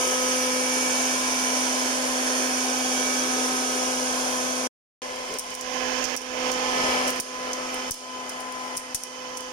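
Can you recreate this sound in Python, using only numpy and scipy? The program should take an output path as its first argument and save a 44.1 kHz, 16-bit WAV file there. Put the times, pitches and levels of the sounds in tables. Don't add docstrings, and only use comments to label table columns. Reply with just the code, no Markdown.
import sys
import numpy as np
from scipy import signal
from scipy.io import wavfile
from scipy.ndimage import uniform_filter1d

SR = 44100
rng = np.random.default_rng(int(sys.argv[2]) if len(sys.argv) > 2 else 0)


def log_audio(samples):
    frames = np.atleast_2d(samples).T
    limited = np.clip(frames, -1, 1)
    pcm = np.round(limited * 32767).astype(np.int16)
    wavfile.write(sys.argv[1], SR, pcm)


def natural_amplitude(level_db):
    exponent = np.asarray(level_db, float) / 20
    return 10 ** exponent


N = 419832
TIME = np.arange(N) / SR
CUT_START_S, CUT_END_S = 4.673, 5.0185
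CUT_MID_S = (CUT_START_S + CUT_END_S) / 2


def evened(x):
    return x / np.sqrt(np.mean(x ** 2) + 1e-20)


def read(points, hz):
    f, *columns = np.transpose(points)
    return np.array([np.interp(np.log(hz + 1), np.log(f + 1), c) for c in columns])


def curves(rows):
    s, *columns = np.transpose(rows)
    return np.array([np.interp(TIME, s, c) for c in columns])


def drift(top_hz, t, count):
    hz = np.geomspace(top_hz / 20, top_hz, 12)
    phase_turns = rng.random((count, 12, 1))
    waves = np.sin(2 * np.pi * (hz[:, None] * t + phase_turns)) / np.sqrt(hz)[:, None]
    return evened(waves.sum(1))


def coloured(x, points):
    hz = abs(np.fft.fftfreq(2048, 1 / SR))
    log_gain = np.log(natural_amplitude(read(points, hz)[0]))
    taps = np.fft.ifft(np.exp(np.conj(signal.hilbert(log_gain)))).real[:1024]
    return signal.oaconvolve(x, taps[None] / np.linalg.norm(taps), axes=1)[:, :N]


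# f/Hz, left level/dB per Hz, right level/dB per Hz
AIR_ROAR = [(25.3, -87.5, -85.5), (99.5, -82, -82), (169, -74, -76.5), (290, -67, -68.5), (575, -57, -62.5),
            (1075, -63, -65), (1260, -68, -64.5), (2250, -70, -65), (3340, -68.5, -67), (3970, -73, -72),
            (5250, -72.5, -63), (7260, -72, -70.5), (8900, -72, -76), (13900, -84.5, -87)]
# f/Hz, width/Hz, left, right gain/dB before cut, left, right after
HOUSING_MODES = [(44.5, 30, 12.5, 10.5, 3, 2), (394, 29, 2.5, 4, 1.5, 1.5), (1039, 92, 6, 4.5, 4, 8.5),
                 (1170, 90, 2, -4, -1, -7), (1500, 300, 3, 2, 1, -2), (1735, 300, 5, 3.5, 2, 2),
                 (1930, 110, -2, -3, 3, -1), (2130, 120, -3, -2, 0, 0), (2700, 110, -1, -4, 0, 0),
                 (3043, 200, 3, 3.5, 4, 6.5), (3700, 300, -1, 2, -2.5, -1), (3950, 300, -1.5, -2, 1.5, -1),
                 (4450, 500, -1.5, 0, 2, 1.5), (5100, 500, 5.5, 0, 0, 0), (5280, 250, 0, -1.5, 5, 1.5),
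                 (5550, 300, 1, 3, -2, -1), (5880, 380, 5, 9, -2, 2.5), (6524, 960, 3.5, 9, 0, 8),
                 (7900, 400, 5, -2, -2, 0), (8500, 700, 0, -8, 0, 3.5), (9200, 950, 9.5, -4, 4, 3),
                 (9750, 400, 4.5, -2, 3, 1), (10340, 1000, 8, 2.5, 3, 4), (10700, 600, 2, 0, -4, -2),
                 (11250, 600, 2, -4, 0, -1), (12200, 1600, 4.5, 4, 1.5, -1), (14750, 1000, 2, 6, 1, 7)]
# f/Hz, left gain/dB, right gain/dB
PHONE_MOVED = [(60, 6.5, 7), (198, -1, -2.5), (400, -4, 2), (1000, -1.5, 0), (2880, -0.5, 0.5),
               (5830, 4, 0.5), (8400, 1, -11.5), (14000, -0.5, -1)]
# f/Hz, likeness/0-1, lead of left port/rad
PORT_LIKENESS = [(40, .93, 0), (150, .86, 0), (254, .9, .19), (400, .8, .35), (640, .7, 1.4), (890, .5, .6),
                 (1140, .6, 1.9), (1400, .55, 1.9), (1700, .5, 2.5), (1850, .9, 3.1), (1920, .9, 3.2),
                 (2010, .3, 3.4), (2150, .12, 4.4), (2420, .5, 5.9), (2700, .3, 8.4), (3700, .2, 6.1),
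                 (5100, .4, 5.5), (6000, .45, 9.1), (7500, .1, 11.5)]


def air(patchy_db=1.2, swell_db=0.5, ripple_db=1.1, edge_hz=15140):
    hz, t, (left, other) = signal.stft(rng.standard_normal((2, N)), SR, nperseg=2048, noverlap=1536)
    same, lead_rad = read(PORT_LIKENESS, hz)[:, :, None]
    same = np.clip(same, 0, 1)
    right = same * np.exp(-1j * lead_rad) * left + np.sqrt(1 - same ** 2) * other
    z = np.array([left, right])

    level_db = np.tile(read(AIR_ROAR, hz), (2, 1))
    level_db[2:] += read(PHONE_MOVED, hz)
    for centre_hz, width_hz, *boost_db in HOUSING_MODES:
        level_db += np.outer(boost_db, np.exp(-(2 * (hz - centre_hz) / width_hz) ** 2))
    before = t < CUT_MID_S
    level_db = np.where(before, level_db[:2, :, None], level_db[2:, :, None])
    level_db += 0.6 * np.outer(hz < 480, (t - 2.6) * before)

    patches = uniform_filter1d(rng.standard_normal(left.shape), 8, 0)
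    patches = evened(uniform_filter1d(patches, 40, 1))
    ripple = uniform_filter1d(rng.standard_normal(z.shape), size=400, axis=2)
    level_db += ripple_db * evened(uniform_filter1d(ripple, size=3, axis=1))
    level_db = level_db + patchy_db * patches + swell_db * drift(6., t, count=1)
    z *= natural_amplitude(level_db) * (hz < edge_hz)[:, None]
    return np.sqrt(SR / 2) * signal.istft(z, SR, nperseg=2048, noverlap=1536)[1][:, :N]


ORDER_LEAD_RAD = [(1, 0, .1), (2, .5, .7), (3, 1.7, 2.5), (4, 1.5, 1.1), (5, 1.6, -.4), (6, -2.6, 2.5),
                  (7, 2.7, -2.6), (8, -3, -.4), (9, -.7, -.3), (10, 1.8, -.5), (11, -.1, -2.2),
                  (12, -1.6, 1.3)]


def lead(k, shaft_hz):
    if k > len(ORDER_LEAD_RAD):
        return read(PORT_LIKENESS, k * shaft_hz)[1]
    _, before_rad, after_rad = ORDER_LEAD_RAD[k - 1]
    return np.where(TIME > CUT_MID_S, after_rad, before_rad)


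# t/s, f/Hz
SHAFT_SPEED = [(0.0, 254.4), (1.3, 254.4), (2.0, 254.1), (2.6, 254.2), (3.8, 253.7), (4.6, 254.0),
               (5.2, 253.3), (6.2, 253.5), (7.3, 253.7), (8.1, 254.3), (9.5, 253.7)]
# multiple, left level/dB, right level/dB before cut, left level/dB, right level/dB after
ORDER_LEVELS = [(1, -32.5, -33, -38.5, -39), (2, -36.5, -43, -38, -40), (3, -40, -48.5, -43, -38),
                (4, -42, -39.5, -39.5, -41.5), (5, -51, -41.5, -48, -52), (6, -45, -40, -60, -48.5),
                (7, -48.5, -48, -45, -43), (8, -56, -49, -51.5, -45.5), (9, -46, -39.5, -54, -57.5),
                (10, -47.5, -47.5, -68, -50), (11, -57, -49, -58, -55), (12, -50.5, -47, -59, -48),
                (13, -58, -45.5, -66, -54), (17, -58, -50, -70, -52.5), (18, -70, -48, -70, -64),
                (19, -58, -53, -60, -50), (20, -55, -45, -66, -60), (21, -66, -44.5, -64, -51),
                (22, -66, -58, -62, -49), (23, -50, -43, -70, -56), (24, -65, -49, -64, -57),
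                (25, -53, -57, -68, -55), (26, -58, -48, -70, -66), (27, -61, -51, -72, -68)]
# centre t/s, half-width/s, multiple, gain/dB
ORDER_SWELLS_BEFORE = [(0, .3, 1, -5), (.3, .5, 2, 9), (1.45, .3, 2, -4), (4.1, .6, 2, 2.5),
                       (3.6, .9, 3, 5), (1.2, .25, 4, 3.5), (2.9, .8, 4, -6), (.1, .4, 5, 8),
                       (1.4, .6, 5, -8), (3.6, .7, 5, 7), (1.6, .4, 6, -6), (.55, .4, 7, 10),
                       (.8, .6, 9, 4), (2.1, .3, 9, -5), (3.07, .12, 9, 7), (4.2, .7, 9, -9),
                       (.8, 1.3, 11, 6), (0, .3, 12, 6), (1.6, .3, 12, 5), (3.9, .8, 12, -9),
                       (3.0, .3, 13, 6), (2.9, .25, 10, 2), (2.9, .3, 12, 4), (.2, .3, 1, 1.5),
                       (1.6, .35, 3, 5), (3.5, .35, 4, -5), (1.4, .5, 5, 5), (4, .6, 5, -3),
                       (.4, .4, 6, -6), (3.45, .25, 10, -6), (4, .5, 9, 3), (.2, .3, 7, -4)]
ORDER_SWELLS_AFTER = [(5.3, .4, 1, -4), (5.8, .2, 2, 5), (6.45, .3, 2, 5), (6.9, .25, 2, -5),
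                      (7.45, .3, 2, 5), (9.45, .3, 2, 4), (8.2, .8, 3, -8), (7.35, .15, 4, 4),
                      (7.75, .2, 4, -5), (8.14, .12, 4, 7), (8.32, .05, 4, -8), (8.55, .2, 4, 6.5),
                      (6.9, .3, 4, -3), (9.4, .4, 4, 7), (5.6, .6, 5, -10), (6.7, .35, 5, 8),
                      (7.8, .8, 5, 7), (9.45, .2, 5, 6), (8.4, .4, 6, 6), (5.6, .6, 7, -6),
                      (6.75, .45, 7, 7), (6.7, .5, 8, 4), (6.85, .3, 9, 11), (7.75, .2, 9, 6),
                      (8.8, .25, 9, -7), (7.8, .15, 12, 11), (8.2, .3, 12, 11), (9.3, .4, 12, 12),
                      (6.75, .25, 2, 4), (7.7, .5, 3, 5), (7.6, .55, 4, 5), (8.8, .15, 4, 3),
                      (5.9, .4, 5, 5), (6.8, .4, 5, -3), (6.4, .15, 7, -6), (6.4, .6, 8, -4), (9, .5, 8, 4),
                      (7.55, .15, 12, -6), (8.4, .4, 4, 3), (6.9, .3, 12, 6), (6.9, .3, 11, 6),
                      (5.9, .3, 4, -2)]


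def motor(waver_db=2.5, steady_db=1.0, flutter_hz=.12):
    coarse = TIME[::256]
    flutter = np.interp(TIME, coarse, drift(12., coarse, count=1)[0])
    speed_hz = curves(SHAFT_SPEED)[0] + flutter_hz * flutter
    turns = np.cumsum(speed_hz) / SR
    sway_db = {}
    for s, half_s, k, db in [*ORDER_SWELLS_BEFORE, *ORDER_SWELLS_AFTER]:
        swell_db = db * np.exp(-((coarse - s) / half_s) ** 2)
        sway_db[round(k)] = sway_db.get(round(k), 0) + swell_db
    after = coarse > CUT_MID_S
    out = np.zeros((2, N))
    for k, *db in ORDER_LEVELS:
        k = round(k)
        chance_db = steady_db if k in sway_db else waver_db
        level_db = np.where(after, np.c_[db[2:]], np.c_[db[:2]])
        level_db = level_db + chance_db * drift(3.7, coarse, count=2) + sway_db.get(k, 0)
        level = np.array([np.interp(TIME, coarse, g) for g in natural_amplitude(level_db)])
        lag_turns = np.c_[[0, 1]] * lead(k, speed_hz[0]) / (2 * np.pi)
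        out += np.sqrt(2) * level * np.sin(2 * np.pi * (k * turns - lag_turns + rng.random()))
    return out


# t/s, peak level/dB, body re top/dB, left-right/dB, tear/ms
KERNEL_CRACKS = [(5.3388, -31.5, -5, 8, 2), (5.3857, -19, -10, 10, 1.2), (5.3945, -27, -5, 15, 1.8),
                 (5.3995, -33, -5, 12, 1.5), (5.5414, -39, 0, 9, 2.05), (5.5502, -25.5, -9, 7, 1.3),
                 (5.61, -32.5, -2, 11, 2.5), (6.0403, -31, 1, 1, 3), (6.0475, -42, 11, 2, 1.2),
                 (6.0535, -42, 14.5, 2, 1), (6.1638, -20.5, -12, 3, 1.2), (6.172, -30, 0, 8, 2),
                 (6.1765, -36, 3, 1, 1), (6.5158, -28, -1.5, 8, 2.7), (6.5275, -38, 6, 3, 1.9),
                 (6.5364, -36, -1, 4.5, 2), (7.0735, -29, -7, 8, 4), (7.0768, -22.5, -8, 10, 2.5),
                 (7.082, -32, -7, 8, 3), (7.0938, -27, -5, 7, 1), (7.1034, -20.5, -11, 6, 1.6),
                 (7.2003, -19.5, -6, 12, .6), (7.2038, -22, -7, 7, 2), (7.5317, -30.5, 4, 10, 2.5),
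                 (7.7425, -28, -13.5, 7, 2.5), (7.9065, -34, -5, 5, 2), (7.9088, -18, -11, 9, 1),
                 (7.9106, -25, -8, 10, 1.3), (7.9168, -34, 3, 3, 4), (8.2937, -27.5, -6, 10, 2),
                 (8.766, -33, -11, 10, 4), (8.7685, -30, -7, 12, 2), (8.7708, -23, -4, 14.5, 2),
                 (8.7775, -26.5, -5, 11, 1.6), (8.9464, -19.5, -3, 18, 1.8), (8.9525, -27.5, 1, 11, 3.5),
                 (9.0357, -28.5, -6, 16, 1.5), (9.368, -36, -6, 6, 3.2), (9.3722, -29, -8, 11, 3.6)]
# t/s, peak level/dB
FAINT_CRACKS = [(5.1583, -37), (5.5044, -35), (6.2175, -34), (7.1611, -32), (7.9416, -29), (8.303, -40),
                (8.4008, -36), (8.4054, -33), (8.4194, -42), (8.523, -36), (8.7864, -37), (8.7954, -36),
                (9.407, -34)]


def bursts():
    ticks = [(s, db, -9, 10, 1.5) for s, db in FAINT_CRACKS]
    return [*KERNEL_CRACKS, *ticks]


# f/Hz, gain/dB
CRACK_TOP_GAIN = [(6000, -15.5), (8000, -1), (9500, 4.5), (10800, -0.5), (12000, -8.5), (14000, -24)]
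# f/Hz, gain/dB
CRACK_BODY_GAIN = [(300, -13), (2000, -27.5), (4000, -16), (5000, 2.5), (6000, 8), (7500, -3),
                   (9000, -21.5)]
# f/Hz, gain/dB
CRACK_SNAP_GAIN = [(9000, -34.5), (11500, 10.5), (13000, -2.5), (15000, 2.5), (15800, 3), (16200, -47)]
# t/s, left gain/dB, right gain/dB
REST_GAIN = [(0.0, -1, -1), (2.5, -1, 0), (4.67, -2, -2.5), (5.02, -5, -7), (5.4, -4.5, -5.5),
             (5.75, -4, 2.5), (6.03, -3.5, 2.5), (6.3, -4.5, 2.5), (6.5, 1, 5.5), (6.75, 1.5, 3.5),
             (6.88, 5.5, 3), (7.05, 3.5, 1.5), (7.25, -2.5, 3), (7.5, -2, -2), (7.9, -3, -3.5),
             (8.45, -5.5, -10.5), (8.9, -5, -7.5), (9.52, -9.5, -8)]


def pops(ragged_db=2.5, rattle_db=-13, rattle_s=0.011, snap_db=-13, snap_slope=0.4):
    length, onset = 3500, 22
    rise_ms, right_late = 0.5, 24
    ms = 1000 * np.arange(length) / SR
    top, body, snap = np.zeros((3, 2, N + length))
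    lean_db = -10 + 0.87 * np.subtract(*curves(REST_GAIN))
    events = bursts()
    chance = 1.3 * np.tanh(rng.standard_normal((len(events), 5, length)))
    chance[:, :4, onset] = 5
    for (s, db, body_db, pan_db, tear_ms), (*noise, tear) in zip(events, chance):
        rise = np.minimum(ms / rise_ms, 1) ** 2
        tearing = 1.21 * np.exp(-ms / (1.87 * tear_ms))
        rattle = natural_amplitude(rattle_db) * np.exp(-ms / (1000 * rattle_s))
        shape = rise * (tearing + rattle)
        shape *= natural_amplitude(ragged_db * evened(uniform_filter1d(tear, 40)))
        start = round(s * SR) - onset
        at = slice(start, start + length)
        top_db = db + np.c_[[pan_db / 2, -pan_db / 2]]
        low_db = db + body_db + np.c_[[lean_db[start] / 2, -lean_db[start] / 2]]
        top[:, at] += natural_amplitude(top_db) * shape * noise[:2]
        body[:, at] += natural_amplitude(low_db) * shape * noise[2:]
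        snap[:, at] += natural_amplitude(db + snap_db + snap_slope * (db + 33.0)) * shape * noise[:2]
    burst = natural_amplitude(-3.5) * coloured(top, CRACK_TOP_GAIN)
    burst += natural_amplitude(2.0) * coloured(body, CRACK_BODY_GAIN)
    burst += coloured(snap, CRACK_SNAP_GAIN)
    burst = np.array([burst[0], np.roll(burst[1], right_late)])
    return 0.46 * np.tanh(burst / 0.59)


# t/s, level/dB
PUFFS = [
    (5.35, -55),
    (6.164, -49),
    (6.521, -46.5),
    (7.2, -40),
    (7.909, -31.5),
    (8.772, -41),
    (8.946, -34),
]


def thumps(push_s=0.0011, settle_s=.015):
    out = np.zeros(N)
    u = TIME[:SR // 4]
    push = u / push_s ** 2 * np.exp(1 - u / push_s)
    rebound = u / settle_s ** 2 * np.exp(1 - u / settle_s)
    for s, db in PUFFS:
        out[round(s * SR):][:len(u)] -= natural_amplitude(db) * push_s * (push - rebound)
    return out


def knock(start_s=5.28, length_s=.1, hz=440, width_hz=150, db=-38):
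    noise = signal.lfilter(*signal.iirpeak(hz, hz / width_hz, SR), rng.standard_normal(N))
    swell = np.sin(np.pi * np.clip((TIME - start_s) / length_s, 0, 1))
    return natural_amplitude(db) * evened(noise) * swell


# f/Hz, t60/s
ROOM_T60 = [(500, 0.41), (4000, 0.46), (9000, 0.61), (13500, 0.3), (15500, 0.088)]


def kitchen(x):
    taps = np.zeros((2, SR // 2))
    at = np.arange(300, SR // 2 - 20, 20) + rng.integers(0, 20, (2, (SR // 2 - 301) // 20))
    np.put_along_axis(taps, at, rng.choice([-1., 1.], at.shape), 1)
    hz, t, z = signal.stft(taps, SR, nperseg=256)
    decay = natural_amplitude(-60 * t / read(ROOM_T60, hz)[0][:, None])
    tail = signal.istft(z * decay, SR, nperseg=256)[1]
    return signal.fftconvolve(x, tail / np.linalg.norm(tail[0]), axes=1)[:, :N]


# t/s, left drop/dB, right drop/dB, treble share/0-1
GAIN_DROPS = [(5.377, 5.5, 7.5, 0.74), (5.542, 5, 6, 0.76), (6.047, 7.5, 2.5, 0.6), (6.158, 4.5, 12, 0.77),
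              (6.507, 3, 4, 0.77), (7.105, 3.5, 4.5, 1), (7.2014, 9.5, 16.5, 0.62), (7.525, 1, 3, 0.6),
              (7.901, 16.5, 17, 0.43), (8.288, 0.5, -1.5, 0.29), (8.763, 8, 5.5, 0.9),
              (8.938, 11, 8.5, 0.3), (9.368, 1.5, 2, 0.2)]


def drops(recover_s, treble):
    out = np.zeros((2, N))
    for s, *drop_db, share in GAIN_DROPS:
        at = round(s * SR)
        fading = np.exp(-(TIME[:min(SR, N - at)] / recover_s) ** 1.32)
        out[:, at:at + SR] += np.c_[drop_db] * fading * (share if treble else 1)
    return uniform_filter1d(out, size=170)


def ducked(x, split_hz=3050, foresight_s=0.0045, start_db=-25, depth=0.32):
    bass = signal.oaconvolve(x, signal.firwin(63, split_hz, fs=SR)[None], "same")
    rest_db = curves(REST_GAIN)
    after = TIME > CUT_MID_S
    bass_db = rest_db - drops(0.18, False)
    treble_db = rest_db - drops(0.29, True)
    treble_db += np.where(after, np.c_[[-5.5, -1.83]], np.c_[[2, 0.00074]])
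    treble_db += np.c_[[-0.53, 0]] * (TIME - after * CUT_END_S)
    for s, db, *_ in KERNEL_CRACKS:
        treble_db[:, round((s - foresight_s) * SR):round(s * SR)] -= depth * max(db - start_db, 0)
    return natural_amplitude(bass_db) * bass + natural_amplitude(treble_db) * (x - bass)


def scene():
    cracks = pops()
    return ducked(air() + motor()) + cracks + natural_amplitude(-13.0) * kitchen(cracks) + thumps() + knock()


# f/Hz, drop threshold re band/dB, share of bands dropped/0-1
THINNING = [(300, -24, 0), (1650, -13, 0), (1950, -9, .04), (2300, -12, 0), (3900, -8, .06), (5000, -18, 0),
            (7500, -9, .07), (9000, -13, 0), (10500, -7, .13), (11500, -3, .24), (13000, -1, .33),
            (15000, -2, .22)]


def thinned(x, size=1024, grid=54, crest_db=17, edge_hz=15900):
    n, k = np.arange(2 * size), np.arange(size)
    window = signal.windows.kaiser_bessel_derived(2 * size, 4 * np.pi)
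    cosines = np.cos(np.pi / size * np.outer(n + .5 + size / 2, k + .5))
    basis = np.sqrt(2 / size) * window[:, None] * cosines
    padded = np.pad(x, ((0, 0), (2 * size - grid, 2 * size)))
    starts = np.arange(0, padded.shape[1] - 2 * size + 1, size)
    frames = padded[:, starts[:, None] + n]
    z = np.tensordot(frames, basis, 1)
    hz = (k + .5) * SR / (2 * size)

    under_db, share = read(THINNING, hz)
    band = np.sqrt(abs(uniform_filter1d(z ** 2, size=24, axis=2)))
    luck = rng.random((z.shape[1] // 2 + 1, size // 4))
    luck = luck.repeat(2, axis=0).repeat(4, axis=1)[:z.shape[1]]
    treble = np.diff(frames, 2, axis=2) ** 2
    crack = treble.max(2) > natural_amplitude(2 * crest_db) * treble.mean(2)
    keep = (abs(z) > natural_amplitude(under_db) * band) & (luck > share) | crack[..., None]
    rebuilt = np.tensordot(z * keep * (hz < edge_hz), basis.T, 1)
    first, second = np.split(rebuilt, 2, axis=2)
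    return (second[:, :-1] + first[:, 1:]).reshape(2, -1)[:, size - grid:][:, :N]


def band_limit(x):
    return signal.sosfilt(signal.butter(12, 16490, fs=SR, output="sos"), x)


def record(dry):
    fade_out = natural_amplitude(-14.5 - 3200 * np.maximum(TIME - CUT_START_S, 0))
    in_cut = (TIME >= CUT_START_S) & (TIME < CUT_END_S)
    gate = uniform_filter1d(np.where(in_cut, fade_out, 1), size=30)
    return band_limit(thinned(dry) * gate)


dry = scene()
out = record(dry)
log_audio(out)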